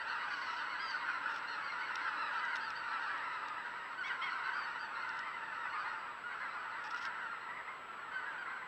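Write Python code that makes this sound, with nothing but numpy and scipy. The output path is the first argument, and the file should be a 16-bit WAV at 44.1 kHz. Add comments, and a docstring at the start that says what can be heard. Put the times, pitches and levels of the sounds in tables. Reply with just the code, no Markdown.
"""Geese behind a bare wood

A trail camera's microphone picks up a big flock yelping without pause beyond a strip of trees.
The nearest birds stand out as short arched calls; hundreds more merge into a din that the trunks
scatter. Close by, a deer cracks twigs and brushes dry grass. Underneath lie a faint far-off drone,
still air, microphone hiss and the thin whine of the camera's electronics."""
import sys
import numpy as np
from scipy import signal
from scipy.fft import rfft, irfft, next_fast_len
from scipy.io import wavfile
from scipy.ndimage import uniform_filter1d

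SR = 44100
rng = np.random.default_rng(int(sys.argv[2]) if len(sys.argv) > 2 else 0)


def output_pcm(signal):
    """Save a mono or channel-first signal as 16-bit PCM at the path in sys.argv[1].

    Samples are clipped to [-1, 1] before scaling.
    """
    pcm = np.clip(np.atleast_2d(signal).T, -1, 1) * 32767
    wavfile.write(sys.argv[1], SR, np.round(pcm).astype(np.int16))


N = 382347
TIME = np.arange(N) / SR

# treble lost between single geese and the microphone: frequency_hz, gain_db
TREBLE_LOSS = [(4900, -2), (5700, -1), (6400, -15.5), (7500, -30.5)]
DULLING_DB_PER_S = 0.71  # the overtones of the farther birds fade steadily
ROUGH_JITTER = .016  # shake of a rough voice's membranes, as a share of the pitch


def undb(db):
    """Decibels to gain."""
    return 10 ** (np.asarray(db) / 20)


def unit(x):
    """Scale to rms 1."""
    return x / np.sqrt(np.mean(x ** 2) + 1e-20)


def colour(x, points):
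    """Filter a sound by a curve of (frequency_hz, gain_db) points."""
    size = next_fast_len(len(x))
    bin_hz = np.arange(size // 2 + 1) * SR / size
    point_hz, point_db = np.transpose(points)
    gain = undb(np.interp(np.log(bin_hz + 1), np.log(point_hz), point_db))
    return irfft(rfft(x, size) * gain, size)[:len(x)]


def add(out, start_s, x):
    """Mix a sound in at a time, dropping what falls outside."""
    i = int(start_s * SR)
    a, b = max(i, 0), min(i + len(x), len(out))
    if b > a:
        out[a:b] += x[a - i:b - i]


def wobble(t, rate_hz):
    """Random values joined by straight lines."""
    knots = np.arange(int(t[-1] * rate_hz) + 2)
    return np.interp(t * rate_hz, knots, rng.standard_normal(len(knots)))


def woods(x, wet_db, t60_s):
    """Direct sound plus a fading shower of echoes from the trunks."""
    t = TIME[:SR]
    echoes = rng.standard_normal(SR) ** 3 * undb(-60 * t / t60_s) * (t > .004)
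    wet = undb(wet_db) * signal.fftconvolve(x, echoes / np.linalg.norm(echoes))[:N]
    return (x + wet) / np.sqrt(1 + undb(wet_db) ** 2)


def syrinx(length_s, top_hz, fall, jitter, rise=0.0862, bend=1.495, rise_s=0.0226, attack_s=0.0026):
    """Phase and envelope of a goose's voice: the pitch leaps up as pressure builds, then sags."""
    t = TIME[:int((length_s + .008) * SR)]
    # rise, fall and jitter are shares of the pitch; a higher bend holds the top longer
    leap = rise * np.clip(1 - t / rise_s, 0, 1) ** 2
    sag = fall * np.clip((t - rise_s) / max(length_s - rise_s, .01), 0, 1.2) ** bend
    hz = top_hz * (1 - leap - sag) * (1 + jitter * wobble(t, 500))
    swell = np.clip(t / attack_s, 0, 1) * np.clip((t[-1] - t) / 0.017, 0, 1)
    flutter = undb(1.8 * wobble(t, 120))
    return 2 * np.pi * np.cumsum(hz) / SR, swell * flutter


def yelp(length_s, hz, level_db, bright_db, sag, rough, break_step=.015, flutter_db=2.1):
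    """One call, deep or shrill by its pitch, turning hoarse as the pressure runs out."""
    # harmonics 1, 2, .. of each kind of goose with its throat wide open: level_db
    deep_voice = [-4, 0.5, 1, -13, -17, -30]
    shrill_voice = [-2.5, -8.5, -2, -18.5]
    deep = hz < 1200
    rise, bend = (.17, 2.4) if deep else (.07, 1.3)
    phase, swell = syrinx(length_s, hz, sag, ROUGH_JITTER * rough, rise, bend)
    t = TIME[:len(phase)]
    # somewhere past the middle the voice breaks to a slightly different pitch
    break_s = length_s * (1 + rng.random()) / 2
    step_hz = hz * break_step * rough * rng.standard_normal()
    phase = phase + 2 * np.pi * step_hz * np.maximum(t - break_s, 0)
    harmonics_db = np.array(deep_voice if deep else shrill_voice)
    k = np.arange(1, len(harmonics_db) + 1)
    # distance and a narrower throat dull the upper harmonics; branches make each one flutter
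    dulled = np.clip(k - 2 if deep else (k - 1) / 2, 0, 1)
    flutter = np.array([flutter_db * wobble(t, 110) for _ in k])
    gains = undb((harmonics_db + dulled * bright_db)[:, None] + flutter)
    hoarse = 1 + rough * (.5 + t / length_s) * wobble(t, 700)
    return undb(level_db) * swell * hoarse * np.sum(gains * np.sin(np.outer(k, phase)), axis=0)


def near_geese(gain_db=4.0, overtone_db=1.0, echo_db=-17):
    """Birds near the microphone, each call heard on its own and thrown back by two nearby trunks."""
    # calls that stand out of the chorus:
    # start_s, length_s, top_pitch_hz, relative_level_db, brightness_db, sag_share, roughness_0_to_1
    yelps = [(0.0, 0.034, 1564, -45, -11, 0.034, 0.3), (0.062, 0.065, 1396, -52, -8, 0.075, .4),
             (0.077, 0.057, 1486, -41, -12.5, 0.053, 0.83), (0.3, 0.065, 1540, -52, -5.5, 0.049, 1),
             (0.412, 0.11, 1514, -47, -8.5, 0.13, 0.63), (0.565, 0.066, 1566, -43, -13, 0.13, 0.65),
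             (0.677, 0.11, 1492, -54.5, -6, 0.046, 0.36), (0.93, 0.038, 1516, -38.5, -24, 0.053, 0.04),
             (1.042, 0.065, 1570, -40.5, -36, 0.052, 0.85), (1.256, 0.072, 1497, -40.5, -27, 0.099, 0.97),
             (1.47, 0.094, 1440, -53, -2.5, 0.053, 0.5), (1.579, 0.018, 1334, -33.5, -29, 0.022, 0.05),
             (1.63, 0.062, 1570, -58, -1, 0.081, 0.1), (1.673, 0.069, 1075, -51.5, -24, 0.066, 0.5),
             (1.677, 0.055, 1434, -43.5, -13.5, 0.058, 0.34), (1.788, 0.09, 1540, -56, -4.5, 0.063, 0.3),
             (1.808, 0.05, 1105, -48.5, -24, .04, 0.45), (1.868, .045, 1517, -43.5, -20, 0.069, 0.9),
             (2.007, 0.054, 1455, -54, -7, .08, .3), (2.014, 0.083, 1670, -42.5, -27, 0.07, 0.97),
             (2.17, .11, 1365, -43, -12, 0.038, 0.55), (2.32, 0.049, 1320, -54, -5, .03, .3),
             (2.366, 0.043, 1525, -41, -18, 0.04, .4), (2.479, 0.082, 1560, -40.5, -21, 0.13, 0.15),
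             (2.606, 0.1, 1623, -50.5, -6.5, 0.18, 0.15), (2.608, .05, 1490, -54, -6, 0.069, 0.2),
             (2.751, 0.06, 1547, -50.5, -7, 0.035, 0.4), (2.887, 0.068, 1404, -51.5, -7, 0.075, 0.6),
             (3.02, 0.077, 1446, -53, -11, 0.096, .4), (3.091, 0.04, 1700, -42, -36, 0.18, 0.9),
             (3.201, 0.07, 1003, -53, -24, 0.065, .6), (3.315, 0.055, 1310, -59, -8, 0.03, .3),
             (3.978, 0.056, 1536, -36.5, -26, 0.11, 0.25), (4.103, 0.036, 1565, -40, -28, 0.12, 0.65),
             (4.286, 0.064, 1480, -41.5, -17.5, 0.091, 0.4), (4.432, .07, 1357, -51.5, -9, .05, .6),
             (4.436, 0.091, 1515, -44, -19.5, 0.048, 0.63), (4.528, 0.044, 1589, -41, -22, 0.019, 0.45),
             (4.542, 0.12, 1587, -54, -2, 0.068, 0.1), (4.791, 0.074, 1580, -53.5, -5, .08, 0.2),
             (4.95, 0.031, 1363, -53, -4.5, .02, .2), (4.991, 0.047, 1465, -53.5, -7, 0.025, 0.2),
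             (5.152, 0.05, 1490, -49, -27, 0.055, 0.2), (5.226, 0.075, 1045, -50.5, -13, 0.06, 0.1),
             (5.314, 0.06, 1033, -50, -21, 0.068, .15), (5.541, 0.052, 1460, -56, -8, 0.029, 0.15),
             (5.643, 0.039, 998, -45.5, -30, 0.05, 0.16), (5.696, 0.052, 1470, -51, -13, 0.049, 0.25),
             (5.783, .055, 1548, -54, -7, 0.07, 0.15), (5.858, .05, 1458, -54, -8, 0.05, 0.15),
             (6.237, 0.057, 1450, -41, -31, 0.035, 0.2), (6.404, 0.058, 1740, -45, -40, 0.074, 0.7),
             (6.49, 0.06, 1335, -55.5, -10, 0.018, 0.2), (6.578, 0.065, 1498, -46, -27, 0.044, 0.4),
             (6.927, 0.047, 1434, -39.5, -31, 0.034, 0.4), (7.044, 0.055, 1606, -41, -36, 0.093, 0.33),
             (7.181, 0.098, 1570, -44.5, -33, 0.15, 0.4), (7.298, 0.036, 1420, -44.5, -25, 0.055, .4),
             (7.405, .05, 1437, -56, -14, .06, 0.4), (7.474, 0.044, 978, -49, -29, .02, 0.4),
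             (7.527, 0.098, 1035, -53, -26, 0.18, 0.8), (7.675, 0.052, 1071, -48.5, -22, 0.04, 0.2),
             (7.882, 0.1, 1350, -48, -27, 0.028, 0.15), (7.974, 0.075, 1455, -50, -24, 0.05, 0.15),
             (8.113, .075, 1551, -40.5, -28.5, 0.033, 0), (8.19, 0.075, 1512, -45, -27, 0.036, .15),
             (8.255, 0.08, 1680, -44, -37, 0.11, 0.2), (8.379, 0.055, 1590, -43, -27, 0.055, .2),
             (8.458, 0.063, 1020, -52, -29, 0.11, 0.2), (8.565, 0.053, 1590, -50, -41, 0.027, 0.4),
             (8.62, 0.037, 1036, -54, -18, 0.054, 0.5)]
    out = np.zeros(N)
    for start, length, hz, db, bright_db, sag, rough in yelps:
        call = yelp(length, hz, db, bright_db + overtone_db, sag, rough)
        add(out, start, call)
        for detour in rng.random(size=2):
            add(out, start + .045 * (0.18 + detour), undb(echo_db) * call)
    return undb(gain_db) * woods(colour(out, TREBLE_LOSS), wet_db=-15.0, t60_s=0.54)


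def excitement_db(t, usual_db=-43):
    """How far the flock is above its usual level at these times."""
    # the flock's excitement: time_s, relative_level_db
    excitement = [(0.0, -43), (0.14, -41), (0.19, -40.5), (0.88, -42), (1.1, -40), (1.48, -43), (2.42, -39),
                  (2.78, -44), (2.94, -39.5), (3.97, -46), (4.0, -53.5), (4.07, -43), (4.58, -40),
                  (4.88, -44.5), (5.05, -40.5), (5.34, -45), (5.84, -40), (6.23, -49), (6.25, -53),
                  (6.3, -44), (7.11, -43), (7.83, -50.5), (8.09, -48.5), (8.12, -45.5), (8.58, -44.5),
                  (8.6, -48.5)]
    return np.interp(t, *np.transpose(excitement)) - usual_db


def answering(pitch_hz, level_db, bright_db, count, spread=0.061, scatter_db=0.5):
    """Birds take loose turns, louder when the flock is excited and duller as time goes on."""
    out = np.zeros(N)
    for turn, (late, detune, push, span) in enumerate(rng.standard_normal((count, 4))):
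        start = (turn + .3 * late) / count * N / SR
        length_s = 0.055 * np.exp(.25 * span)
        hz = pitch_hz * np.exp(spread * detune)
        db = level_db + excitement_db(start) + scatter_db * push
        add(out, start, yelp(length_s, hz, db, bright_db - DULLING_DB_PER_S * start, sag=.09, rough=.4))
    return out


def flock_edge():
    """Geese at middle distance, just close enough to be told apart among the echoes of the wood."""
    shrill = answering(pitch_hz=1445, level_db=-52, bright_db=-10.5, count=48)
    deep = answering(pitch_hz=1039, level_db=-52, bright_db=-15, count=22)
    return woods(colour(shrill + deep, TREBLE_LOSS), wet_db=-7, t60_s=0.69)


def crowd(pitch_hz, spread, harmonics_db, count, depth_db=14, purity_db=7):
    """An even din: many birds of like size calling at random from different distances."""
    # colour of the massed voices on the microphone's side of the wood: frequency_hz, gain_db
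    flock_colour = [(500, -29), (730, -13.5), (900, -1.5), (1150, 0), (1350, 5), (1700, -1), (2000, 0),
                    (2350, -7), (2900, -10.5), (3500, -20.5), (4500, -9), (5100, -13.5), (5700, -17.5),
                    (6800, -21.5)]
    out = np.zeros(N)
    k = np.arange(1, len(harmonics_db) + 1, dtype=np.float32)
    for when, span, droop, distance, detune in zip(*rng.random((4, count)), rng.standard_normal(count)):
        hz = pitch_hz * np.exp(spread * detune)
        phase, swell = syrinx(.045 + .05 * span, hz, fall=0.0289 + 0.1258 * droop, jitter=.016)
        # the higher a bird calls, the purer its voice
        gains = undb(harmonics_db) * undb(-purity_db * max(detune, 0) * (k > 2))
        voice = gains @ np.sin(np.outer(k, phase.astype(np.float32)))
        nearness = undb(-depth_db * np.sqrt(distance))  # few birds are close, most are far
        add(out, when * (N / SR + .1) - .1, nearness * swell * voice)
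    din = colour(woods(out, wet_db=-6.0, t60_s=0.85), flock_colour)
    running_rms = np.sqrt(uniform_filter1d(din ** 2, SR // 10) + 1e-12)
    return din / running_rms


def flock(deep_db=-47.5, shrill_db=-45.0, overtone_db=2.5):
    """Beyond the trees the voices swell in waves, the shrill ones most; their overtones slowly fade."""
    excited_db = excitement_db(TIME)
    deep = crowd(pitch_hz=976.6, spread=.1, harmonics_db=[-5, -6.0, -5.5, -4.5, -29.0], count=620)
    shrill = crowd(pitch_hz=1449.0, spread=.11, harmonics_db=[0.0, -6, -8.5, -10.0], count=800)
    din = deep * undb(deep_db + excited_db) + shrill * undb(shrill_db + 1.22 * excited_db)
    # twigs and trunks scatter the short waves most, so the overtones arrive as a wash
    overtones = colour(din, [(1800, -40), (2300, -7), (2800, 0)])
    wash = woods(overtones, wet_db=-5, t60_s=.45)
    return din - overtones + wash * undb(overtone_db - DULLING_DB_PER_S * TIME)


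def drone():
    """A low murky drone that swells far away and fades."""
    # its swells at the microphone: time_s, level_db
    swells = [(0, -68.5), (.8, -70), (1.25, -62.5), (1.7, -71), (2.2, -62.5), (2.7, -76.5), (3.2, -66.5),
              (4, -81.5), (8.67, -90)]
    # its two spectral humps: frequency_hz, gain_db
    humps = [(200, -18.5), (295, 15), (390, -12), (490, 5.5), (590, 13), (720, -11.5), (900, -35)]
    level_db = np.interp(TIME, *np.transpose(swells))
    return undb(level_db) * unit(colour(rng.standard_normal(N), humps))


def air(level_db=-52.5):
    """The soft, steady noise of the open air, thinning into microphone hiss."""
    # still air and hiss: frequency_hz, gain_db
    air_colour = [(25, -15.5), (60, -13.5), (130, -7), (290, -4.5), (450, -2), (650, -1), (1200, 5),
                  (3000, -7.5), (6000, -33.5), (9500, -38.5), (15000, -38.5)]
    return undb(level_db) * unit(colour(rng.standard_normal(N), air_colour))


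def camera_whine(pitch_hz=7788.5, frame_hz=59.45, level_db=-75.5):
    """A thin electronic tone whose sign flips at every sensor frame."""
    flip = (-1.) ** np.floor(TIME * frame_hz)
    tone = flip * np.sin(2 * np.pi * pitch_hz * TIME)
    return undb(level_db) * unit(colour(tone, [(5500, 9.5), (7800, 9.5), (10500, -13.0)]))


def twig_ring(t, detune=0.025):
    """The short woody ring of one twig; each is tuned a little differently."""
    # modes of a breaking twig: frequency_hz, level_db, t60_s
    modes = [(2850, -5, 0.028), (3680, -11, 0.02), (5455, -10, 0.02)]
    tuning = 1 + detune * rng.standard_normal()
    return sum(undb(db - 60 * t / t60) * np.sin(2 * np.pi * hz * tuning * t) for hz, db, t60 in modes)


def deer(tear_db=-4.0, crack_db=-20, ring_db=-5, hard_snap_db=-39, crack_t60_s=0.0093):
    """Close to the microphone twigs crack, tear and ring; brushed grass is a swarm of tiny snaps."""
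    # twigs breaking under the deer: start_s, force_db, tearing_s
    twigs = [(0.9077, -46, 0.00305), (1.3174, -50, 0.0044), (1.3616, -40.5, .003), (1.955, -35.5, 0.0044),
             (2.452, -44, 0.0018), (2.5556, -39, 0.0063), (2.5664, -38.5, 0.0036), (2.7037, -41.5, 0.0036),
             (3.177, -48, 0.0039), (3.484, -42, 0.00275), (5.091, -45, .004), (5.1696, -50, 0.0034),
             (5.1904, -42, 0.0048), (6.84, -44, .004), (6.8485, -48, 0.0031), (6.856, -47, 0.0031),
             (6.9076, -43.5, 0.0056), (6.9451, -49, 0.0044), (6.9626, -44, .002), (7.025, -47, 0.0055),
             (7.052, -38, 0.0042), (7.062, -51, 0.0054)]
    # dry grass and leaves it brushes: start_s, length_s, relative_level_db
    rustles = [(0.242, 0.42, -60), (1.27, 0.14, -60), (6.841, 0.044, -59), (6.898, .035, -61),
               (6.965, 0.032, -54), (6.998, 0.085, -56)]
    # woody colour of dry stems: frequency_hz, gain_db
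    stem_colour = [(1200, -19.5), (2700, -1), (3600, -3.5), (4300, -7), (5150, -3.5), (5600, -1.5),
                   (5950, -14.5), (6500, -17), (7500, -29.5), (10000, -34), (14000, -42)]
    # colour of the instant of breaking: frequency_hz, gain_db
    crack_colour = [(1200, -20), (2500, 27), (5200, 19), (7500, -1), (10000, -1.5), (14500, -14)]
    stems, cracks, rings = np.zeros((3, N))
    t = TIME[:SR // 20]
    for start, db, tear_s in twigs:
        fibres = np.exp(-(2 * t / tear_s - 1) ** 2)
        add(stems, start, undb(db + tear_db) * fibres * rng.standard_normal(len(t)))
        excess_db = db - hard_snap_db  # thick twigs break harder and ring more
        crack_decay = undb(db + crack_db + .4 * excess_db - 60 * t / crack_t60_s)
        add(cracks, start, crack_decay * rng.standard_normal(len(t)))
        add(rings, start + tear_s / 2, undb(db + ring_db + .5 * excess_db) * twig_ring(t))
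    for start, length, db in rustles:
        size = int(length * SR)
        snaps = unit(rng.standard_normal(size) ** 3 * signal.windows.tukey(size))
        add(stems, start, undb(db) * snaps)
    return undb(9.5) * colour(stems, stem_colour) + colour(cracks, crack_colour) + rings


def close_call(curve, harmonics_db, split_rad=.7, flutter_db=2.2):
    """A bird calling hard: as its voice breaks, the membranes shake and repeat every third swing."""
    times, *columns = np.transpose(curve)
    length_s = times[-1] - times[0]
    t = TIME[:int(length_s * SR)]
    hz, db, tilt, broken = (np.interp(times[0] + t, times, column) for column in columns)
    shake = 1 + ROUGH_JITTER * (.2 + broken) * wobble(t, 600)
    phase = 2 * np.pi * np.cumsum(hz * shake) / SR
    phase = phase + split_rad * broken * np.sin(phase / 3)
    k = np.arange(1, len(harmonics_db) + 1)[:, None]
    # each harmonic flutters on its own way through the branches
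    flutter = np.array([flutter_db * wobble(t, 220) for _ in harmonics_db])
    gains = undb(np.array(harmonics_db)[:, None] + db + tilt * (k - 2) + flutter)
    swell = np.clip(np.minimum(t, length_s - t) / .005, 0, 1)
    return swell * np.sum(gains * np.sin(k * phase), axis=0)


def closest_geese():
    """Closest of the flock: one long shrill cry and two breaking honks, each trailed by its echoes."""
    # course of each call: time_s, pitch_hz, level_db, tilt_db_per_harmonic, voice_break_0_to_1
    long_cry = [(.79, 1520, -47, -8, 0), (.818, 1650, -44, -6, 0.1), (.86, 1590, -50, 1, 0.06),
                (.897, 1558, -46.5, 2, 0.1), (.935, 1473, -53.5, 3, 0), (.95, 1520, -58, 4, .2),
                (.975, 1445, -59, 5, 0.4), (1.02, 1350, -64, 2, .5)]
    first_honk = [(4.031, 955, -47, 0, .1), (4.05, 1120, -44, .3, .05), (4.068, 1120, -44.5, .3, .15),
                  (4.082, 1112, -46, 1.2, 1), (4.091, 1075, -43, -1.5, .25), (4.108, 955, -40.5, -2.2, .05),
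                  (4.123, 975, -41, -5, .3)]
    second_honk = [(4.212, 975, -43, -2, .4), (4.226, 1062, -38, -1.3, .2), (4.241, 1100, -38.5, -1.5, .1),
                   (4.262, 1075, -42, -2, .35), (4.273, 1055, -40, -3, .1), (4.284, 1015, -43, -3.5, .3),
                   (4.301, 970, -43, -2.5, .15)]
    # harmonics 1, 2, .. of the cry and of the honks: level_db
    cry_voice = [-2.5, -7.5, -0.5, -24.5]
    honk_voice = [-8, .5, -5.5, -16.5, -20, -40]
    # echoes off bare trunks: delay_s, gain_db
    trunks = [(.024, -20), (.047, -14)]
    out = np.zeros(N)
    for curve, voice in [(long_cry, cry_voice), (first_honk, honk_voice), (second_honk, honk_voice)]:
        start = curve[0][0]
        call = close_call(curve, voice)
        add(out, start, call)
        for delay, db in trunks:
            add(out, start + delay, undb(db) * call)
    return woods(out, wet_db=-11, t60_s=.6)


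def scene():
    """The wood from the camera's one microphone, with the geese listed from near to far."""
    geese = closest_geese() + near_geese() + flock_edge() + flock()
    return (geese + deer() + drone() + air() + camera_whine())[None]


def record(dry):
    """The camera cuts the top treble steeply."""
    top_hz = 15660
    return signal.sosfilt(signal.ellip(10, .1, 70, top_hz, fs=SR, output="sos"), dry)


dry = scene()
out = record(dry)
output_pcm(out)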